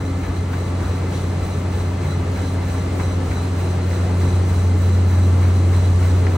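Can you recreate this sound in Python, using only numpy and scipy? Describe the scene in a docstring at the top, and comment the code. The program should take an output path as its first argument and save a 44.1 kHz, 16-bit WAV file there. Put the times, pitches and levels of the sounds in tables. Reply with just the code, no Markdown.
"""A runner jogs on a treadmill in a small gym room while a phone is carried slowly closer.
From the start, two shafts hum, the cover rings and the belt whirs over the deck. About every 0.3 s a
foot slaps, thuds, rubs the belt and loads the motor drive, whose switching whine swells; clothes swish
in time. From 0.8 s on, some steps knock hollow or scuff. The hum grows after 3.3 s and peaks near
5.3 s; the frame ticks once just before the end."""
import sys
import numpy as np
from scipy import signal
from scipy.fft import rfft, irfft, next_fast_len
from scipy.io import wavfile
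from scipy.ndimage import uniform_filter1d

SR = 44100
rng = np.random.default_rng(int(sys.argv[2]) if len(sys.argv) > 2 else 0)


def persist_wave(psi):
    """Save psi, clipped to +-1, as 16-bit WAV."""
    counts = np.round(np.clip(psi, -1, 1) * 32767).astype(np.int16)
    wavfile.write(sys.argv[1], SR, np.atleast_2d(counts).T)


N = 280917
TIME_S = np.arange(N) / SR
FREQ_HZ = np.maximum(np.arange(N // 2 + 1) * SR / N, 1e-3)

# footfalls: start_s, thud_db, slap_db, whine_swell_db
FOOTFALLS = [(-0.09, -32, -40, -1), (0.227, -22, -30.5, -0.5), (0.53, -38, -29, -1.5),
             (0.795, -29, -31.5, 0.5), (1.118, -42, -34.5, 1), (1.41, -19.5, -41, -2),
             (1.723, -21.5, -36, -0.5), (2.035, -38, -32, -0.5), (2.357, -21, -32, 0.5),
             (2.68, -26, -34, 0), (2.994, -18.5, -27.5, 0.5), (3.309, -25, -28.5, .5), (3.587, -27, -34, 0),
             (3.906, -23.5, -30, .5), (4.211, -22, -33, 2), (4.491, -18, -34, -1.5), (4.809, -37, -48, 0.5),
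             (5.1, -31, -35, 0), (5.416, -21, -29.5, -1.5), (5.729, -23, -32, 0.5), (6.024, -25, -28, -2),
             (6.335, -36, -45, -1)]
# spectrum of sole slap and frame tick: freq_hz, relative_db
SLAP_SPECTRUM = [(150, -14.5), (400, 4), (800, 15), (1300, 11.5), (2200, 11), (3300, -4.5), (6000, -10),
                 (14000, -46.5)]


def undb(db):
    """Decibels to gain."""
    return 10 ** (np.asarray(db) / 20)


def unit(x):
    """Scale to rms 1."""
    return x / np.sqrt(np.mean(x ** 2))


def curve(rows):
    """Join (time_s, value) rows by straight lines."""
    return np.interp(TIME_S, *np.transpose(rows))


def colour(points):
    """Gain per frequency from (freq_hz, level_db) points."""
    hz, db = np.transpose(points)
    return undb(np.interp(np.log(FREQ_HZ), np.log(hz), db))


def resonances(modes):
    """Gain per frequency of steep-skirted (centre_hz, width_hz, rms_db) resonances."""
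    power = 0
    for hz, width_hz, db in modes:
        bell = 1 / (1 + ((FREQ_HZ - hz) / (.78 * width_hz)) ** 2) ** 2
        power = power + undb(db) ** 2 * bell / (bell.sum() * SR / N)
    return np.sqrt(power)


def walk(rate_hz):
    """Random held levels, smoothed twice; rms 1."""
    hold = int(SR / rate_hz)
    held = np.repeat(rng.standard_normal(N // hold + 2), hold)[rng.integers(hold):][:N]
    return unit(uniform_filter1d(uniform_filter1d(held, hold), hold))


def blows(starts_s, levels_db, rise_s, decay_s):
    """Impact envelope: quick rise, exponential fall."""
    age_s = np.maximum(TIME_S - starts_s[:, None], 0)
    return undb(levels_db) @ ((1 - np.exp(-age_s / rise_s)) * np.exp(-age_s / decay_s))


def swells(starts_s, levels_db, length_s):
    """Soft-contact envelope: half a sine each."""
    progress = np.clip((TIME_S - starts_s[:, None]) / length_s, 0, 1)
    return undb(levels_db) @ np.sin(np.pi * progress)


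def shaft_tone(turns, order, rms_db):
    """One harmonic of a turning shaft."""
    return np.sqrt(2) * undb(rms_db) * np.sin(2 * np.pi * (order * turns + rng.random()))


def room_noise(gain):
    """Noise at two microphone ports: shared direct sound, unrelated reflections."""
    # reflected over direct sound: freq_hz, ratio_db
    diffuse = [(35, -29), (90, -29), (220, -15), (400, -5), (650, 2), (1500, -2), (2600, 5), (4000, 0),
               (6500, 0), (9000, -3), (11000, -22), (13500, -22), (14500, -7)]
    wet = colour(diffuse)
    noise = rfft(rng.standard_normal((3, N))) * np.sqrt(SR / 2)
    return irfft(gain * (noise[0] + wet * noise[1:]) / np.sqrt(1 + wet ** 2), N)


def unit_noise(spectrum):
    """Coloured room noise at rms 1."""
    return unit(room_noise(colour(spectrum)))


def machine():
    """The frame booms on the drum's third order, over weaker shaft orders and the ringing cover."""
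    # main hum along the phone's path: time_s, level_db
    boom = [(0, -23), (1.8, -21.5), (3.3, -22), (4.55, -15.5), (5.25, -13.5), (5.6, -14), (6.3, -15)]
    # drum orders, loudest where the phone crosses a crest of their standing wave in the room:
    # order, away_db, crest_db, crossing_s, half_width_s
    overtones = [(6, -35.5, -30, 4.18, 0.52), (7, -50, -31.5, 5.05, 0.87), (9, -42, -30, 0.12, 0.17),
                 (12, -46.5, -39, 4.1, 0.51)]
    # weak hum of each shaft: order, level_db
    drum_orders = [(8, -48.5)]
    motor_orders = [(2, -39.5), (3, -38.5), (4, -38.5), (8, -49.5), (9, -61)]
    # frame and motor cover modes: centre_hz, width_hz, level_db
    cover_modes = [(58.3, 2.6, -42.5), (305.4, 13, -43.5), (427.8, 8.1, -43.5), (1157, 24, -49),
                   (1212, 20, -55), (1294, 50, -50), (1744, 20, -52.5), (2057, 40, -50.5), (2165, 96, -57)]
    drum_hz = 30.02 + .013 * walk(.93)
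    motor_hz = 65.3 + .063 * walk(3.015)
    drum_turns, motor_turns = np.cumsum([drum_hz, motor_hz], axis=1) / SR
    hum = shaft_tone(drum_turns, order=3, rms_db=curve(boom))
    for order, away_db, crest_db, crossing_s, half_width_s in overtones:
        crest = np.exp(-((TIME_S - crossing_s) / half_width_s) ** 2)
        hum += shaft_tone(drum_turns, order, away_db + (crest_db - away_db) * crest)
    for turns, orders in (drum_turns, drum_orders), (motor_turns, motor_orders):
        hum += sum(shaft_tone(turns, order, db + 1.4 * walk(.84)) for order, db in orders)
    return hum + room_noise(resonances(cover_modes))


def ripple(spacing_hz, depth_db, from_hz):
    """Gain per frequency of the many close resonances of deck and room."""
    hz = np.arange(0, SR / 2, spacing_hz)
    ripple_db = depth_db * rng.standard_normal(len(hz)) * (hz > from_hz)
    return undb(np.interp(FREQ_HZ, hz, ripple_db))


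def belt(near_db):
    """The belt whirs over deck and rollers, fluttering a little, with a fine hiss on top."""
    # base spectra: freq_hz, density_db
    whir_spectrum = [(15, -85.5), (33, -58), (48, -59.5), (70, -47), (115, -50.5), (150, -49), (175, -58.5),
                     (330, -56), (600, -61.5), (740, -63.5), (950, -66), (1250, -70), (1800, -73),
                     (2250, -75), (2900, -78.5), (3300, -80.5)]
    hiss_spectrum = [(1500, -105), (3500, -89.5), (4800, -87.5), (7500, -85.7), (9500, -86.5), (11000, -94),
                     (15500, -93)]
    # whir along the phone's path: time_s, gain_db
    whir_gain = [(0, -1.5), (1.2, 0), (3.3, 0.5), (4.2, 0.5), (5, -0.16), (6.3, 1.45)]
    roll_off = 1 / np.sqrt(1 + (FREQ_HZ / 4300) ** 8)
    whir_shape = colour(whir_spectrum) * roll_off * ripple(spacing_hz=7, depth_db=1.5, from_hz=350)
    whir = room_noise(whir_shape) * undb(.5 * walk(16) + curve(whir_gain))
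    hiss = room_noise(colour(hiss_spectrum)) * undb(.71 * walk(9.8) + near_db)
    return whir + hiss


def drive(near_db):
    """The switching whine rasps; each step loads the motor, so it swells and sags in pitch."""
    # bands near multiples of the carrier: idle_hz, width_hz, idle_db, loaded_db
    whine_bands = [(4062, 45, -66, -53), (4100, 170, -55.5, -52.5), (6050, 220, -60.5, -54.5),
                   (8090, 340, -63.5, -56.5), (10070, 330, -67, -59)]
    lead_s, attack_s, length_s, release_s = .035, .05, .235, .06
    sag_hz, wander_hz, rasp_db = 72, 16, 1.7
    starts_s, _, _, swell_db = np.transpose(FOOTFALLS)
    age_s = TIME_S - starts_s[:, None] + lead_s
    step_loads = np.clip(np.minimum(age_s / attack_s, (length_s - age_s) / release_s), 0, 1)
    load = step_loads.sum(axis=0)
    shift_hz = -sag_hz * load + wander_hz * walk(45)
    bend = np.exp(2j * np.pi * np.cumsum(shift_hz) / SR)
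    whine = 0
    for idle_hz, width_hz, idle_db, loaded_db in whine_bands:
        band = room_noise(resonances([(idle_hz, width_hz, 0)]))
        analytic = signal.hilbert(band, next_fast_len(N))[:, :N]
        whine += unit(np.real(analytic * bend)) * undb(idle_db + (loaded_db - idle_db) * load)
    return whine * undb(rasp_db * walk(40) + swell_db @ step_loads + near_db)


def clothes(near_db):
    """Fabric brushes twice a stride with a bright, grainy swish."""
    # brushing fabric: freq_hz, relative_db
    swish_spectrum = [(1200, -12), (3000, -1), (4800, -1.5), (6500, 0), (9800, 1), (11500, 0), (14000, 3),
                      (15500, 3)]
    # landing and push-off: delay_s, length_s, level_db
    brushes = [(.015, .195, -46), (.16, .15, -50)]
    offset_s, stride_s = .135, .3057
    starts_s = np.arange(offset_s - stride_s, TIME_S[-1], stride_s)
    scatter_db = .6 * rng.standard_normal(len(starts_s))
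    power = sum(swells(starts_s + delay_s, db + scatter_db, length_s) ** 2
                for delay_s, length_s, db in brushes)
    return unit_noise(swish_spectrum) * undb(1.3 * walk(63) + near_db) * np.sqrt(power)


def deck():
    """Some steps make the deck ring hollow; one makes the frame tick."""
    # deck knocks: start_s, pitch_hz, level_db, decay_s
    knocks = [(.825, 65, -21, 0.053), (2.05, 148.5, -20.5, 0.059), (2.654, 65.5, -24.5, 0.051),
              (3.281, 68, -21, 0.066), (4.742, 305, -27.5, 0.03), (6.266, 252, -27, 0.064)]
    # frame tick: start_s, level_db
    ticks = [(6.266, -24.5)]
    rings = 0
    for start_s, pitch_hz, level_db, decay_s in knocks:
        envelope = blows(np.array([start_s]), [level_db], rise_s=.0042, decay_s=decay_s)
        rings += np.sqrt(2) * envelope * np.sin(2 * np.pi * pitch_hz * (TIME_S - start_s))
    tick = unit_noise(SLAP_SPECTRUM) * blows(*np.transpose(ticks), rise_s=.0003, decay_s=.008)
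    return rings + tick


def footfalls():
    """The sole slaps, the deck thuds and the belt rubs under the runner's weight; a few steps scuff."""
    # spectra: freq_hz, relative_db
    thud_spectrum = [(18, -21.5), (34, -27), (46, 0), (62, 5.5), (80, 2), (130, -18.5), (250, -21),
                     (600, -60.5)]
    rub_spectrum = [(200, -6), (700, 8), (1300, 13), (2600, -6), (4500, -24.5), (9000, -30)]
    scuff_spectrum = [(300, -2), (800, 2.5), (1800, 0), (3600, 4.5), (5200, -2), (9000, -3), (14000, -9)]
    # shoe dragging on the belt: start_s, level_db
    scuffs = [(1.095, -41.3), (1.7, -49), (2.35, -45), (2.66, -50), (3.87, -51), (4.17, -48.5), (5.72, -49)]
    starts_s, thud_db, slap_db, _ = np.transpose(FOOTFALLS)
    rub_db = np.full(len(starts_s), -43.5)
    thud = unit_noise(thud_spectrum) * blows(starts_s - .012, thud_db, rise_s=.046, decay_s=.075)
    slap = unit_noise(SLAP_SPECTRUM) * blows(starts_s - .002, slap_db, rise_s=.006, decay_s=.028)
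    rub = unit_noise(rub_spectrum) * swells(starts_s - .02, rub_db, length_s=.17)
    scuff = unit_noise(scuff_spectrum) * swells(*np.transpose(scuffs), length_s=.17)
    grit = unit(undb(2 * walk(rate_hz=500)))
    # rubber grips and slips, so both kinds of friction flutter
    rub *= undb(3.5 * walk(50))
    scuff *= undb(1.3 * walk(41))
    return thud + grit * (slap + rub) + scuff


def scene():
    """Treadmill and runner together."""
    # treble rising as the phone nears: time_s, gain_db
    approach = [(0, -0.7), (1.2, 0.5), (6.3, 3)]
    near_db = curve(approach)
    return machine() + drive(near_db) + belt(near_db) + footfalls() + deck() + clothes(near_db)


def record(dry):
    """The two ports colour and delay the sound differently; the ends are faded in a few milliseconds and the
    phone cuts the top."""
    # port balance: freq_hz, left_minus_right_db
    balance = [(100, .1), (300, .3), (650, 2.8), (1300, 2.3), (2200, .2), (8000, 0)]
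    # left port behind right: freq_hz, lag_rad
    port_lag = [(0, 0), (550, .25), (4000, .2), (5000, 1.9), (6000, .6), (10000, 2.3), (10800, 3.1),
                (13500, 3.2), (14800, 4.2)]
    fade_s, top_hz = .006, 15700
    fade = np.minimum(np.minimum(TIME_S, TIME_S[::-1]) / fade_s, 1)
    log_ratio = np.log(colour(balance)) - 1j * np.interp(FREQ_HZ, *np.transpose(port_lag))
    port_gains = np.exp(log_ratio * np.array([[.5], [-.5]]))
    ports = irfft(rfft(dry * fade) * port_gains, N)
    return signal.sosfilt(signal.ellip(10, .1, 80, top_hz, fs=SR, output="sos"), ports)


dry = scene()
out = record(dry)
persist_wave(out)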